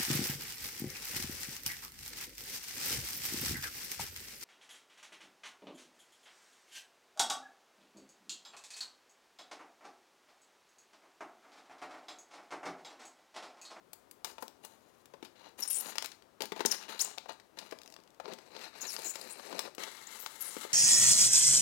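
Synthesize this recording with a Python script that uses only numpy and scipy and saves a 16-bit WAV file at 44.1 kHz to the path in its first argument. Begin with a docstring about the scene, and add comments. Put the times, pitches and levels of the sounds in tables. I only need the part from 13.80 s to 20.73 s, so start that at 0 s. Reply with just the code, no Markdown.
"""Cutting open a foam box

A curtained room: on a table, a knife works along the taped seam of a foam shipping box in three cuts.
Random clicks of breaking beads make the rasp; noisy bursts make the knocks, snaps and ticks; wavering
glides make the squeals. The room's short tail sits below the direct sound.
One microphone feeds the left channel; the right holds hiss and a faint leak of the left.
"""
import sys
import numpy as np
from scipy import signal
from scipy.fft import rfft, irfft
from scipy.io import wavfile
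from scipy.ndimage import uniform_filter1d

SR = 44100
rng = np.random.default_rng(int(sys.argv[2]) if len(sys.argv) > 2 else 0)


def to_wav(sig):
    """Store sig (one row per channel, or 1-D mono) as 16-bit WAV at the path in sys.argv[1].

    Samples outside -1..1 are clipped; the rate is SR.
    """
    pcm = np.clip(np.atleast_2d(sig), -1, 1) * 32767
    pcm = np.round(pcm).astype(np.int16)
    wavfile.write(sys.argv[1], SR, pcm.T)  # frames by channels


N = 305613
TIME = np.arange(N) / SR

# Soft rush of the room. Each row: frequency in Hz, relative level in dB.
AIR_SPECTRUM = [(25, -51), (50, -4), (100, -7.5), (200, 1), (350, 5), (600, 1), (1100, -2), (2000, -11.5),
                (6000, -20.5), (9000, -25), (16000, -30)]
AIR_DB = -62
HISS_SPECTRUM = [(30, -13.5), (50, 1), (120, 5.5), (350, -3.5), (900, -5.5), (2500, -9.5), (13000, -14.5),
                 (16000, -16)]
# Decay of the room. 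Each row: frequency in Hz, time to fall by 60 dB in seconds.
ROOM_DECAY = [(200, 0.34), (550, 0.28), (1400, 0.38), (3700, 0.3), (10000, 0.34), (15000, 0.21)]
# Resonances of the hollow box. Each row: frequency in Hz, width in Hz, level in dB.
BOX_MODES = [(223, 41, 1), (266, 40, -5.5), (432, 54, -2), (566, 27, -3), (684, 44, -15), (887, 15, 0.5),
             (1234, 380, -15.5), (1960, 49, -35)]

# Knocks of the box under the hand. Each row: start in seconds, relative level in dB,
# depth in dB (bass over the hollow middle), hardness in dB (lift of the treble).
KNOCKS = [(0.5823, -1, -13, 1), (0.626, 3, -14, -2), (1.3376, 0.5, 0, -6), (1.4268, 1, 10.5, 1.5),
          (1.7958, -12, 9, 7), (2.0582, 0.5, 8, 5.5), (2.6063, 6.5, -2, 8.5), (2.6362, 2.5, 5, 4),
          (2.7202, 11.5, 4, 0), (2.7629, -0.5, 3, 5.5), (2.7942, 2.5, 12, 5), (2.8057, 13.5, -5.5, 2.5),
          (2.8506, 15.5, 4, 0.5), (3.377, -1.5, -16, 4.5), (3.4577, -6, -15, 0), (3.4929, -3.5, -26, 1),
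          (3.9237, 7, -1, -2.5), (4.188, -10, 16, -7), (4.3998, 3, -4, -0.5), (4.4799, 3, 1, -4),
          (4.503, -12, 9, -8), (4.5236, 1.5, 14, 0), (5.5959, 0.5, -4, -2), (5.7271, 5.5, 8, 2),
          (5.876, 1.5, -12, -4), (5.9812, 1, 7, 7), (6.7665, 6, 1, 0.5), (6.8493, 3.5, 4, -4)]
# Basic tone of a knock. Each row: frequency in Hz, relative level in dB.
KNOCK_SPECTRUM = [(300, -2), (500, 0.5), (750, -3.5), (1800, -11), (5000, -17.5), (11000, -32)]
KNOCK_CRUMBLE_S = 0.0054
# Tape and foam snapping at the blade. Each row: start in seconds, relative level in dB,
# body in dB (lift of the bass), edge in dB (lift of the top), crumbling time in seconds.
SNAPS = [(0.132, -13, 3, 11.5, 0.0042), (0.312, -20, -19, 14, 0.0029), (0.446, 0.5, 8, 3, 0.0059),
         (0.514, -19, 5, -13, 0.002), (0.6241, -13, 23, 11.5, 0.0065), (0.681, -13.5, 12, 4.5, .0006),
         (0.8488, -12.5, 5, 10.5, 0.006), (1.257, -21.5, 9, 4, 0.0029), (1.4489, -10, 5.5, -26, 0.011),
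         (2.1558, -7, 9.5, 1, 0.0044), (2.183, 9.5, -0.5, -9, 0.0015), (2.2239, -1.5, 5, 2, .0026),
         (2.2443, -0.5, 4.5, 0, 0.0089), (2.259, -4, -22, 5, 0.002), (2.3175, -10, -28, -6, 0.0047),
         (2.423, -22.5, -6, -4, 0.0018), (2.6204, 2, 0, 0, 0.0027), (2.6562, -7.5, -7, 3, 0.0017),
         (2.8559, -1.5, 13.5, 7, 0.0073), (2.9232, 4.5, -38, 2, .0022), (3.3122, -18, 13, -11, .0049),
         (3.3827, -1, 0, -7.5, 0.0013), (3.599, -16.5, 2, -9, .004), (3.788, -2, -9, -6.5, 0.0045),
         (3.911, -13, 5, -3, 0.0036), (4.1643, -15.5, 9, -6, 0.0018), (4.457, -8.5, 7, -31, 0.0014),
         (4.5354, -9, 5, -2, 0.0043), (4.587, -14.5, 2, -8, .003), (4.765, -7, 5.5, -14, 0.0035),
         (5.165, 0.5, -2, -14, .0017), (5.3564, -3.5, 8, -3, 0.0049), (5.792, 6.5, -0.5, -0.5, .0035),
         (5.9494, -17, -12, 7.5, 0.003), (6.0366, 0.5, 2.5, -6, 0.0029), (6.4621, 1.5, 2, -8, .0021)]
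# Basic tone of a snap. Each row: frequency in Hz, relative level in dB.
SNAP_SPECTRUM = [(300, -10.5), (750, -4), (1800, -3.5), (5000, 0), (11000, -11)]
# Corners of the tone of a knock or snap
BASS_HZ, HOLLOW_HZ, MIDDLE_HZ, CRACK_HZ, EDGE_HZ = 300, 750, 1800, 5000, 11000
# Runs of small ticks as the tape gives way. Each row: start in seconds, number of ticks,
# mean spacing in seconds, relative level in dB.
TICK_RUNS = [(3.996, 8, .021, -14), (4.2, 5, .036, -25)]
# Tone of a tick or a cracking bead. Each row: frequency in Hz, relative level in dB.
TICK_SPECTRUM = [(300, -12), (750, -21), (1800, -9), (5000, -1.5), (11000, -15.5)]
# Squeals of the blade in the foam. Each row: start in seconds, length in seconds,
# first pitch in Hz and last pitch in Hz before wavering, relative level in dB.
SQUEALS = [(1.801, .01, 12500, 11000, -39.5), (1.823, 0.014, 5560, 4980, -35),
           (1.875, 0.014, 9160, 8530, -37.5), (1.899, .04, 11560, 9700, -32.5),
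           (1.942, 0.072, 7800, 11940, -35), (2.858, 0.0062, 9480, 3880, -24.5),
           (2.912, 0.011, 6550, 4980, -29), (3.193, .008, 3920, 4360, -31.5),
           (3.203, 0.02, 5000, 8670, -29.5), (3.245, .005, 7860, 7260, -34),
           (5.009, 0.027, 6620, 6580, -42.5), (5.068, .055, 7000, 4230, -44),
           (5.094, 0.05, 10250, 11340, -48), (5.244, .07, 7540, 7280, -40.5),
           (5.412, .0051, 5080, 5100, -40), (5.497, 0.039, 7840, 9850, -47.5),
           (6.269, 0.0068, 6960, 6670, -47), (6.393, 0.057, 12300, 15300, -46),
           (6.606, 0.021, 12600, 11500, -36), (6.64, .06, 11430, 9170, -44.5)]

# The three cuts along the seam. Each row: start in seconds, end in seconds.
CUTS = [(0.44, 4.3), (4.4, 5.93), (5.96, 7.0)]
# Strokes of blade and hand. Each row: time of full onset in seconds, length in seconds, relative rasp in dB,
# weight in dB (drumming of the box over the rasp), bite in dB (hiss over the rasp),
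# swell in dB (from start to end; the rasp level holds midway).
STROKES = [(0.47, 0.048, -51.5, -2.5, -2.5, -5), (0.61, 0.045, -66, 2, 2, -8),
           (0.836, 0.12, -60.5, -0.5, -0.5, -11.5), (0.927, 0.28, -70.5, -4, -1, 0),
           (1.449, 0.027, -66, -4, 5.5, -8), (1.56, .12, -55, -2, -16, 6), (1.79, 0.1, -49, -9.5, 2.5, -6),
           (1.88, 0.14, -55, 2, -6, 7), (2.023, 0.077, -45.5, -5.5, 0.5, 2.5),
           (2.121, 0.26, -56.5, -6, -6, -24), (2.62, 0.021, -48, 6, 3, -6),
           (2.762, 0.047, -47.5, -1, -11, 5), (2.885, 0.061, -43, -8.5, -4, 10.5),
           (3.006, 0.034, -46.5, -5.5, -11.5, 4.5), (3.09, 0.12, -43.5, -10.5, -10, -8),
           (3.2, 0.026, -41, -11, 5, -1), (3.248, 0.092, -48, -3, -8, -12),
           (3.493, 0.021, -43.5, -2.5, -24, -6.5), (3.776, 0.14, -52.5, -1.5, -10, -11.5),
           (3.878, 0.25, -73.5, 13.5, 3, 0), (4.445, 0.075, -55, 5.5, -17, 9),
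           (4.58, 0.108, -63, 1.5, -6, -1), (4.708, 0.11, -51.5, 1.5, -13, 6.5),
           (4.811, 0.063, -46, -5.5, -10, -3), (4.932, 0.13, -51, -6.5, -10.5, 11),
           (5.008, 0.15, -51, -8.5, 2.5, 9.5), (5.187, 0.19, -50, -2, 1.5, -8.5),
           (5.337, 0.3, -51, -4.5, -2.5, -4.5), (5.62, 0.097, -48.5, 1, -5.5, 2.5),
           (5.748, .11, -46.5, -1, -6, 1.5), (5.997, 0.086, -42.5, -5, -7, -0.5),
           (6.083, 0.25, -48.5, -13, -4.5, -3), (6.307, 0.32, -50, -10, -0.5, -1),
           (6.633, 0.117, -45.5, -9.5, 3, 0.5), (6.754, 0.09, -44, -10, 0, -0.5),
           (6.842, 0.081, -47, -8.5, -4.5, 5.5)]
STROKE_ATTACK_S, STROKE_RELEASE_S = 0.018, 0.02
# Blade resting on the foam between strokes, barely rubbing. One row: rasp in dB, weight in dB, bite in dB.
RESTING = (-79.5, 0, -8)
# Resonances of blade and wall in each cut. Each row: frequency in Hz, width in Hz, level in dB.
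FIRST_RING = [(766, 450, -10.5), (1490, 120, -36.5), (2870, 110, 1.5), (4080, 400, 1.5), (4660, 450, -17),
              (5200, 350, -16.5)]
SECOND_RING = [(170, 75, -12), (472, 380, 1), (2300, 1100, -5), (4140, 690, 5), (5100, 220, -2),
               (7340, 180, -1)]
THIRD_RING = [(433, 180, -5), (930, 140, -11), (1303, 62, -3), (2090, 190, -1.5), (2700, 190, -9),
              (3900, 370, 3.5), (4370, 130, -2), (4800, 190, 2), (6850, 110, -11), (10550, 220, -5)]
# Tone of the rasping foam. Each row: frequency in Hz, relative level in dB.
RASP_SPECTRUM = [(100, -18.5), (190, 0), (400, 4), (700, 6), (1100, 3.5), (2000, 1), (4200, -5.5),
                 (6000, -7.5), (8000, -12), (12000, -11.5), (16000, -19.5)]
# Loose beads cracking under the blade: how many, base level over the rasp gain, spread of their sizes
CRUMB_COUNT, CRUMB_DB, CRUMB_SPREAD_DB = 150, 26, 3.5

TOP_HZ = 16100  # upper limit of the recorder


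def undb(db):
    """Decibels to gain."""
    return 10 ** (np.asarray(db) / 20)


def unit(x):
    """Scale to rms 1."""
    return x / np.sqrt(np.mean(x ** 2))


def add(track, s, sound):
    """Mix a sound into a track at time s in seconds."""
    i = max(int(s * SR), 0)
    track[i:i + len(sound)] += sound[:max(N - i, 0)]


def band(x, lo_hz, hi_hz, order=3):
    """Causal band-pass."""
    edges = [lo_hz, min(hi_hz, SR / 2 - 100)]
    return signal.sosfilt(signal.butter(order, edges, "band", fs=SR, output="sos"), x)


def colour(x, points, size=2048):
    """Causal filter through (Hz, dB) points, built from the cepstrum."""
    hz, db = np.transpose(points)
    grid = np.maximum(np.fft.rfftfreq(size, 1 / SR), 1)
    cepstrum = irfft(np.log(undb(np.interp(np.log(grid), np.log(hz), db))))
    # fold onto positive time, so the filter answers only after the sound
    cepstrum[1:size // 2] *= 2
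    cepstrum[size // 2 + 1:] = 0
    response = irfft(np.exp(rfft(cepstrum)))
    return signal.fftconvolve(x, response)[:len(x)]


def shelf(points, flat_hz, full_hz, db):
    """Lift a spectrum by db at full_hz and beyond, leaving it alone from flat_hz on the other side."""
    span = np.log(full_hz / flat_hz)
    return [(hz, level + db * np.clip(np.log(hz / flat_hz) / span, 0, 1)) for hz, level in points]


def ring(x, modes):
    """Sum of resonances (Hz, width, dB) driven by a sound."""
    return sum(undb(db) * signal.lfilter(*signal.iirpeak(hz, hz / width, fs=SR), x) for hz, width, db in modes)


def walk(rate, size=N):
    """Random levels joined by straight lines, rate levels a second."""
    place = np.arange(size) * rate / SR
    knots = rng.standard_normal(size // 8 + 2)
    return np.interp(place, np.arange(len(knots)), knots)


def line_hiss(hiss_db):
    """Steady shaped noise, the same in both channels."""
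    return undb(hiss_db) * unit(colour(rng.standard_normal(N), HISS_SPECTRUM))


def air():
    """The soft, steady rush of the room, as shaped noise."""
    return undb(AIR_DB) * unit(colour(rng.standard_normal(N), AIR_SPECTRUM))


def room(x, wet_db=-10.0, build_s=0.00076, size=20000):
    """Table, walls and curtains return a short, dense tail, each band of it with its own decay."""
    t = np.arange(size) / SR
    hz, t60 = np.transpose(ROOM_DECAY)
    edges = np.geomspace(100, 18000, 9)
    tail = 0
    for lo, hi in zip(edges, edges[1:]):
        decay_s = np.interp(np.log(lo * hi) / 2, np.log(hz), t60)
        tail = tail + band(rng.standard_normal(size), lo, hi) * np.exp(-np.log(1000) * t / decay_s)
    tail = unit(tail * (1 - np.exp(-t / build_s))) / np.sqrt(size)
    return x + undb(wet_db) * signal.fftconvolve(x, tail)[:N]


def walls(x, size=400):
    """Short waves bounce about in the foam walls for a few milliseconds and comb the treble."""
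    bounce_s, share = 0.003, 0.5
    bounces = band(rng.standard_normal(size), 2440, 11100) * np.exp(-np.arange(size) / SR / bounce_s)
    return x + share * signal.fftconvolve(x, unit(bounces) / np.sqrt(size))[:N]


def slip(spectrum, crumble_s, crumble_db=6.5, ring_db=0.0, gain_db=-2.0, size=4096):
    """A sudden slip is one sharp push and a short crumbling of beads; the box rings after it."""
    t = np.arange(size) / SR
    push = undb(crumble_db) * rng.standard_normal(size) * np.exp(-t / max(crumble_s, 1 / SR))
    # after scaling to one energy, the push stands out less the longer the foam crumbles
    push[0] += 7
    push = band(push + undb(ring_db) * ring(push, BOX_MODES), 281, 23300)
    return colour(undb(gain_db) * unit(push) / np.sqrt(size), spectrum)


def knocks(hard_hz=3000):
    """Dull knocks of the hollow box: a deep one trades middle for bass, a hard one has more treble."""
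    out = np.zeros(N)
    for s, db, depth_db, hardness_db in KNOCKS:
        spectrum = shelf(KNOCK_SPECTRUM, HOLLOW_HZ, BASS_HZ, depth_db)
        spectrum = shelf(spectrum, MIDDLE_HZ, HOLLOW_HZ, -depth_db / 2)
        spectrum = shelf(spectrum, HOLLOW_HZ, hard_hz, hardness_db)
        add(out, s, undb(db) * slip(spectrum, KNOCK_CRUMBLE_S))
    return out


def snaps():
    """Cracks of tape and foam; some shake the box, some have a sharp edge."""
    out = np.zeros(N)
    for s, db, body_db, edge_db, crumble_s in SNAPS:
        spectrum = shelf(SNAP_SPECTRUM, MIDDLE_HZ, HOLLOW_HZ, body_db)
        spectrum = shelf(spectrum, CRACK_HZ, EDGE_HZ, edge_db)
        add(out, s, undb(db) * slip(spectrum, crumble_s))
    return out


def ticks(jitter=0.18, spread_db=0.5, crumble_s=0.0018):
    """The tape parts in small steps, uneven in time and size; jitter is a share of the spacing."""
    out = np.zeros(N)
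    for start, count, spacing_s, db in TICK_RUNS:
        for k, (late, loud) in enumerate(rng.standard_normal((int(round(count)), 2))):
            tick = undb(db + spread_db * loud) * slip(TICK_SPECTRUM, crumble_s)
            add(out, start + spacing_s * (k + jitter * late), tick)
    return out


def squeals(waver=0.061, waver_rate=1100, wander=0.039, flutter_db=4.0, catch_db=1.2,
            octave_db=-9.0, grit_db=-11.0, gain_db=2.5, edge_s=0.00041):
    """Foam sticks and slips thousands of times a second: a wavering glide with its octave and a little grit."""
    out = np.zeros(N)
    # changes of grip bend pitch and level; single slips also come early or late
    slips = 0.06 * walk(4500)
    drift = waver * walk(waver_rate) + wander * walk(90) + slips
    grip_db = flutter_db * walk(700) + catch_db * walk(90)
    grit = unit(band(rng.standard_normal(N), 2760, 23000, order=1))
    for s, length, first_hz, last_hz, db in SQUEALS:
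        t = np.arange(int(length * SR) + 2) / SR
        part = slice(int(s * SR), int(s * SR) + len(t))
        hz = np.geomspace(first_hz, last_hz, len(t)) * (1 + drift[part])
        phase = 2 * np.pi * np.cumsum(hz) / SR
        # the octave is dropped where it would pass half the sample rate
        octave = np.sin(2 * phase) * (2 * hz < SR / 2)
        tone = np.sin(phase) + undb(octave_db) * octave + undb(grit_db) * grit[part]
        fade = np.minimum(np.minimum(t, t[-1] - t) / edge_s, 1)
        grip = fade * undb(grip_db[part])
        add(out, s, undb(db + gain_db) * unit(tone * grip))
    return walls(out)


def crumbs(rasp_gain, crumble_s=0.001):
    """Single beads crack at random moments, the louder the harder the blade works."""
    out = np.zeros(N)
    for when, loud in rng.random((CRUMB_COUNT, 2)):
        over_db = CRUMB_DB + CRUMB_SPREAD_DB * min(-np.log(1 - loud), 3)
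        gain = rasp_gain[int(when * N)] * undb(over_db)
        add(out, when * N / SR, gain * slip(TICK_SPECTRUM, crumble_s, size=1024))
    return out


def chirps(length_s=0.0022, glide=0.12, spread_db=6.0, count=3500):
    """Beads catch on the blade and chirp for a few milliseconds, a crowd of them; the high ones are weaker."""
    out = np.zeros(N)
    for when, pitch, stretch, bend, loud in rng.random((count, 5)):
        along = np.linspace(0, 1, int(length_s * (0.5 + stretch) * SR) + 8)
        start_hz = np.interp(pitch, [0, 1], [6000, 14000])
        hz = start_hz * (1 + glide * (2 * bend - 1) * along)
        size = undb(spread_db * min(-np.log(1 - loud), 2)) / hz
        tone = np.sin(2 * np.pi * np.cumsum(hz) / SR)
        add(out, when * N / SR, size * np.sin(np.pi * along) * tone)
    return unit(out)


def layer_gains(db, weight_db, bite_db):
    """Gains of drumming, rasp and hiss, one row each."""
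    return undb([[db + weight_db], [db], [db + bite_db]])


def effort(start, end):
    """Layer gains in one cut: each stroke sets in, swells or fades as it runs, and dies away."""
    inside = 1. * ((TIME >= start) & (TIME <= end))
    gains = layer_gains(*RESTING) * uniform_filter1d(inside, size=400)
    for s, length, db, weight_db, bite_db, swell_db in STROKES:
        if start <= s < end:
            attack = np.clip((TIME - s) / STROKE_ATTACK_S + 1, 0, 1) ** 2
            release = np.exp(-np.maximum(TIME - s - length, 0) / STROKE_RELEASE_S)
            swell = undb(swell_db * np.interp(TIME, [s, s + length], [-0.5, 0.5]))
            stroke = layer_gains(db, weight_db, bite_db) * attack * release * swell
            gains = np.maximum(gains, stroke)
    return gains


def cut(gains, modes, bead_rate, spread_db, judder_db, lurch_db, catch_db, chirp_db, ring_db, gain_db):
    """The blade breaks bead after bead in uneven spurts; the clicks ring blade and wall and drum on the box."""
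    # bead_rate is the mean number of clicks a second
    clicks = (rng.random(N) < bead_rate / SR) * rng.standard_normal(N)
    size_db = spread_db * np.minimum(rng.exponential(size=N), 5)
    clicks *= undb(size_db + judder_db * (walk(70) + walk(300)))
    blade = undb(ring_db) * ring(clicks, modes)
    rasp = colour(walls(clicks) + blade + ring(clicks, BOX_MODES), RASP_SPECTRUM)
    edges = [150, 1000, 6500, 18000]  # Hz
    drum, scrape, hiss = (unit(band(rasp, lo, hi)) for lo, hi in zip(edges, edges[1:]))
    # the whole box gives way in lurches under the hand; the hiss flares whenever the edge catches
    drum = drum * undb(lurch_db * walk(60))
    hiss = unit((hiss + undb(chirp_db) * chirps()) * undb(catch_db * walk(45)))
    return undb(gain_db) * sum(x * gain for x, gain in zip((drum, scrape, hiss), gains))


def scene(leak_db=-54.5, hiss_db=-76.0):
    """Three cuts among knocks, snaps and squeals at the left; a trace leaks into the hiss of the right."""
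    efforts = [effort(start, end) for start, end in CUTS]
    first = cut(efforts[0], FIRST_RING, bead_rate=12000, spread_db=1.5, judder_db=2.0, lurch_db=4.0,
                catch_db=2.5, chirp_db=-22.0, ring_db=6.0, gain_db=-1.5)
    second = cut(efforts[1], SECOND_RING, bead_rate=13000, spread_db=1.0, judder_db=2.0, lurch_db=3.0,
                 catch_db=2.5, chirp_db=-1.5, ring_db=4.0, gain_db=1.5)
    third = cut(efforts[2], THIRD_RING, bead_rate=25000, spread_db=0.0, judder_db=2.2, lurch_db=-1.3,
                catch_db=1.0, chirp_db=-13.0, ring_db=4.5, gain_db=-1.0)
    rasp_gain = sum(efforts)[1]
    blade = first + second + third + crumbs(rasp_gain)
    left = room(knocks() + snaps() + ticks() + squeals() + blade) + air()
    hiss = line_hiss(hiss_db)
    return np.array([left + hiss, undb(leak_db) * left + hiss])


def record(dry):
    """The recorder cuts the top steeply, with an elliptic low-pass."""
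    return signal.sosfilt(signal.ellip(10, 0.2, 80, TOP_HZ, fs=SR, output="sos"), dry)


dry = scene()
out = record(dry)
to_wav(out)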